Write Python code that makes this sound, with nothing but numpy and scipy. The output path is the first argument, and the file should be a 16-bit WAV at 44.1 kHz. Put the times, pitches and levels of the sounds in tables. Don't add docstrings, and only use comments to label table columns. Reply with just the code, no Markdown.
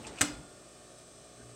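import sys
import numpy as np
from scipy import signal
from scipy.fft import rfft, irfft
from scipy.io import wavfile

SR = 44100
rng = np.random.default_rng(int(sys.argv[2]) if len(sys.argv) > 2 else 0)


def output_pcm(signal):
    pcm = np.clip(np.atleast_2d(signal).T, -1, 1) * 32767
    wavfile.write(sys.argv[1], SR, np.round(pcm).astype(np.int16))


N = 68355

# multiple of the mains pitch, level in dB, change in the closing swell in dB.
MAINS_HUM = [(1, -70.5, -2), (2, -68.5, 11.5), (3, -70.5, 0), (4, -69, 3.5), (5, -72.5, -2), (7, -69, 3.5),
             (10, -66, 1), (12, -74.5, -12), (20, -77.5, 4)]
# multiple of the blade rate, level in dB.
FAN_WHINE = [(2, -68), (4, -81.5), (6, -73), (13, -79.5), (14, -81), (16, -78.5), (17, -83), (18, -82.5),
             (19, -79.5), (21, -79), (22, -79.5), (26, -86), (30, -85), (31, -98), (52, -85)]
# pitch in Hz, level in dB.
MOTOR_TONES = [(546, -71.5), (649, -68.5), (661, -71), (722, -71), (1162, -75.5), (1237, -73.5),
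               (1510, -98), (1766, -82), (1812, -79), (4495, -80.5), (5125, -84), (5245, -78.5),
               (5910, -81.5), (6230, -77), (7590, -84), (8240, -81), (8465, -71.5), (10180, -88)]
# frequency in Hz, relative level in dB.
AIR_COLOUR = [(30, 4), (53, -8), (90, -1.5), (150, 4.5), (210, -12), (295, 6), (350, 4.5), (480, 3),
              (640, 2), (780, -2.5), (950, -8.5), (1140, -4.5), (1350, -5.5), (1800, -8.5), (2200, -33)]
HISS_COLOUR = [(1500, -14.5), (2200, -9.5), (2800, -9.5), (4000, -10), (6200, -7), (7100, -7.5),
               (8250, 0.5), (8650, -2), (9100, -10.5), (10300, -19.5), (12500, -25.5), (15500, -30)]
TICK_COLOUR = [(800, -13), (2600, -6), (4000, -10), (4900, -1), (7000, -6), (8100, 7), (9200, -11),
               (11000, -20), (15500, -23)]
ROOM_COLOUR = [(60, -21), (140, -5.5), (230, -9), (320, -14), (430, -12), (560, -10.5), (740, -10),
               (980, -14), (1350, -13.5), (2050, -16.5), (3300, -17), (5500, -16.5), (8090, -15),
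               (9300, -19), (11500, -30.5), (15500, -35)]
EDGE_COLOUR = [(1500, -16), (3000, -2.5), (4200, -5), (5400, -12), (6100, 8), (7200, 1.5), (8100, 3),
               (9000, -0.5), (10000, -8), (12000, -11.5), (15500, -20)]
BODY_COLOUR = [(150, -37), (400, -39), (750, 4.5), (980, -31), (1250, 7), (2100, -4), (2800, -6.5),
               (5000, -8), (10000, -62)]
# peak time in seconds, spread around it in seconds,
# level in dB, centre frequency in Hz, width in Hz.
HAND_RUBS = [(0, 0.043, -47, 210, 620), (0.052, 0.0088, -50, 2610, 670), (0.075, 0.027, -53.5, 760, 2000),
             (0.11, 0.037, -47, 294, 390), (0.0098, 0.072, -59, 2600, 5000),
             (0.186, 0.0082, -45.5, 2600, 620), (0.17, 0.091, -55, 260, 2400),
             (0.074, 0.026, -53.5, 872, 89)]
SOFT_BUMPS = [(0.096, 0.029, -54, 69, 50), (0.346, 0.056, -55.5, 50, 21.8), (0.399, 0.013, -51, 138, 70.4),
              (1.406, 0.0064, -54.5, 260, 450), (1.414, 0.014, -60, 1550, 160),
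              (1.42, 0.026, -63, 64.6, 60)]
# start in seconds, level in dB, fade time in seconds,
# tilt toward the treble in dB per octave, treble cutoff in Hz.
LINKAGE_TICKS = [(0.0317, -50, 0.0015, 6, 15000), (0.0674, -38.5, 0.0076, 1.5, 8450),
                 (.159, -47, 0.002, -4, 14000), (0.1855, -40.5, 0.0052, -6, 12900),
                 (0.193, -44, 0.003, -2, 9100), (0.984, -54, 0.01, 4, 15500)]
# frequency in Hz, seconds to fade by 60 dB.
ROOM_FADES = [(100, 1), (400, 0.74), (1300, 0.49), (3000, 0.47), (8000, 0.33), (14000, 0.32)]
# start in seconds, pitch in Hz, peak in dB, seconds to peak.
THUDS = [(.208, 285, -23.5, 0.0047), (0.2125, 110, -29, 0.0055), (0.2141, 1580, -10, 0.0003),
         (.2225, 8250, -27.5, .0018)]
# start in seconds, level in dB, extra body in dB, fade time in seconds.
METAL_HITS = [(0.2088, -37, 7, 0.0026), (0.2102, -18.5, 0, 0.0036), (0.2141, -9.5, -4, 0.0007),
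              (0.2157, -10.5, -8, 0.0012), (0.2192, -25.5, 3, 0.005), (0.2228, -25, -19, 0.003)]
# frequency in Hz, boost in dB.
HEAD_RESONANCES = [(1220, 6), (1460, 1), (1600, 4), (1780, 1.5), (2090, 8), (2520, 5), (2890, 3.5),
                   (3430, 5), (3740, 1.5), (4160, 8.5), (4950, 9.5), (5300, 6.5), (6030, 8.5), (6620, -0.5),
                   (6800, 5), (7675, 11), (7990, 11), (8270, 2.5), (8570, 8.5)]
# pitch in Hz, level in dB, seconds to fade by 60 dB.
RING_TONES = [(248.3, -39, 0.41), (293.4, -33.5, 0.47), (593.5, -31, 0.097), (740, -46, 0.16),
              (1205, -49, 0.22), (1413, -50.5, 1.03), (1460, -53, 0.53), (2073, -41, 0.23),
              (2500, -42, 0.31), (2900, -47, 0.31), (3460, -40, 0.18), (3460, -58, 1.25), (4840, -52, 0.22),
              (5080, -53, 0.3), (7730, -40, 0.1), (8080, -43, .22)]

MAINS_HZ, BLADE_HZ = 60, 185.6
SWELL_START_S, SWELL_RISE_S = 1.323, 0.091
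WAVER_RAD, WAVER_DB = 0.19, 1.06
JITTER_RAD, DRIFT_DB, FULL_JITTER_HZ = 0.55, 3.5, 3460
AIR_DB, HISS_DB = -59, -59
ROOM_RISE_S, EARLY_ECHO_DB, EARLY_ECHO_S = 0.0062, 2.5, 0.024
TICK_ROOM_DB, SNAP_ROOM_DB = -12, -31.5
BODY_DB, HEAD_DB, RESONANCE_WIDTH_HZ = -3, -4.5, 130
SNAP_S, RING_RISE_S = 0.2125, 0.0067
RATTLE_RAD_PER_KHZ, FLUTTER_DB = 0.4, 3.5


def gain(db):
    return 10 ** (np.asarray(db) / 20)


def unit(x):
    return x / np.sqrt(np.mean(x ** 2))


def since(start):
    return np.maximum(np.arange(N) / SR - start, 0)


def freqs():
    return np.arange(N // 2 + 1) * SR / N


def lookup(points, hz):
    row_hz, values = np.array(points).T
    return np.interp(np.log(hz + 1e-6), np.log(row_hz), values)


def noise(shape):
    return unit(irfft(rfft(rng.standard_normal(N)) * shape, N))


def coloured(colour):
    f = freqs() + 1e-6
    ends = np.minimum(1, np.minimum(f / colour[0][0], colour[-1][0] / f)) ** 4
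    return noise(gain(lookup(colour, f)) * ends)


def wander(rate_hz):
    return noise(np.exp(-(freqs() / rate_hz) ** 2))


def strike(start, fade_s):
    t = since(start)
    return (1 - np.exp(-t / 1e-4)) * np.exp(-t / fade_s)


def tone(hz):
    height = min(hz / FULL_JITTER_HZ, 1)
    wobble = WAVER_RAD * wander(7.2) + JITTER_RAD * height * wander(24)
    level_db = WAVER_DB * wander(29) + DRIFT_DB * height * wander(2.5)
    return np.sqrt(2) * np.sin(2 * np.pi * (hz * since(0) + rng.random()) + wobble) * gain(level_db)


def motor():
    swell = np.minimum(since(SWELL_START_S) / SWELL_RISE_S, 1)
    hum = sum(gain(db + change_db * swell) * tone(k * MAINS_HZ) for k, db, change_db in MAINS_HUM)
    whine = sum(gain(db) * tone(k * BLADE_HZ) for k, db in FAN_WHINE)
    return hum + whine + sum(gain(db) * tone(hz) for hz, db in MOTOR_TONES)


def air():
    rush = gain(AIR_DB + 0.73 * wander(1)) * coloured(AIR_COLOUR)
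    return rush + gain(HISS_DB) * coloured(HISS_COLOUR)


def swish(peak_s, spread_s, db, hz, width_hz):
    f = freqs() + 1e-6
    band = 1 / (1 + 0.5 * ((f - hz ** 2 / f) / width_hz) ** 2) ** 2
    swell = np.exp(-0.5 * ((since(0) - peak_s) / spread_s) ** 2)
    return gain(db) * noise(band) * swell


def hands():
    rubs = sum(swish(*row) for row in HAND_RUBS)
    catch_and_slip = unit(gain(2 * wander(380)))
    return rubs * catch_and_slip + sum(swish(*row) for row in SOFT_BUMPS)


def ticks():
    out = 0
    for start, db, fade_s, tilt_db, top_hz in LINKAGE_TICKS:
        colour = [(hz, level + tilt_db * np.log2(hz)) for hz, level in TICK_COLOUR]
        tick = coloured(colour) * strike(start, fade_s) + gain(TICK_ROOM_DB) * room_echo(start)
        treble_cut = signal.butter(3, top_hz, fs=SR, output="sos")
        out = out + gain(db) * signal.sosfilt(treble_cut, tick)
    return out


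def room_echo(start):
    spectrum, t, tail = rfft(coloured(ROOM_COLOUR)), since(start), 0
    for band_hz, fade_s in ROOM_FADES:
        band = lookup([(hz, hz == band_hz) for hz, _ in ROOM_FADES], freqs())
        tail = tail + irfft(spectrum * band, N) * gain(-60 * t / fade_s)
    early_boost = 1 + gain(EARLY_ECHO_DB) * np.exp(-t / EARLY_ECHO_S)
    return tail * (1 - np.exp(-t / ROOM_RISE_S)) * early_boost


def thuds():
    out = 0
    for start, hz, db, peak_s in THUDS:
        t = since(start)
        loudness = t / peak_s * np.exp(1 - t / peak_s)
        out = out + gain(db) * np.sin(2 * np.pi * hz * t) * loudness
    return out


def metal_hit(start, db, extra_body_db, fade_s):
    loudness = strike(start, fade_s)
    edge = unit(coloured(EDGE_COLOUR) * loudness)
    body = unit(coloured(BODY_COLOUR) * loudness)
    level = gain(db) * np.sqrt(np.mean(loudness ** 2))
    return level * (edge + gain(BODY_DB + extra_body_db) * body)


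def through_head(sound):
    f = freqs()
    boost_db = sum(db / (1 + 2j * (f - hz) / RESONANCE_WIDTH_HZ) for hz, db in HEAD_RESONANCES)
    return irfft(rfft(sound) * gain(HEAD_DB + boost_db), N)


def ringing():
    t, ring = since(SNAP_S), 0
    for hz, db, fade_s in RING_TONES:
        blur = RATTLE_RAD_PER_KHZ * hz / 1000 * wander(40)
        level = gain(db + FLUTTER_DB * wander(31) - 60 * t / fade_s)
        ring = ring + level * np.sin(2 * np.pi * (hz * t + rng.random()) + blur)
    return ring * (1 - np.exp(-t / RING_RISE_S))


def snap():
    ring = ringing()
    blows = sum(metal_hit(*row) for row in METAL_HITS) + thuds()
    return through_head(blows + gain(SNAP_ROOM_DB) * room_echo(SNAP_S)) + ring


def scene():
    return (snap() + ticks() + hands() + motor() + air())[None]


def record(dry):
    bass_cut = signal.butter(4, 36, "high", fs=SR, output="sos")
    treble_cut = signal.ellip(10, 0.2, 70, 15900, fs=SR, output="sos")
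    return signal.sosfilt(treble_cut, signal.sosfilt(bass_cut, dry))


dry = scene()
out = record(dry)
output_pcm(out)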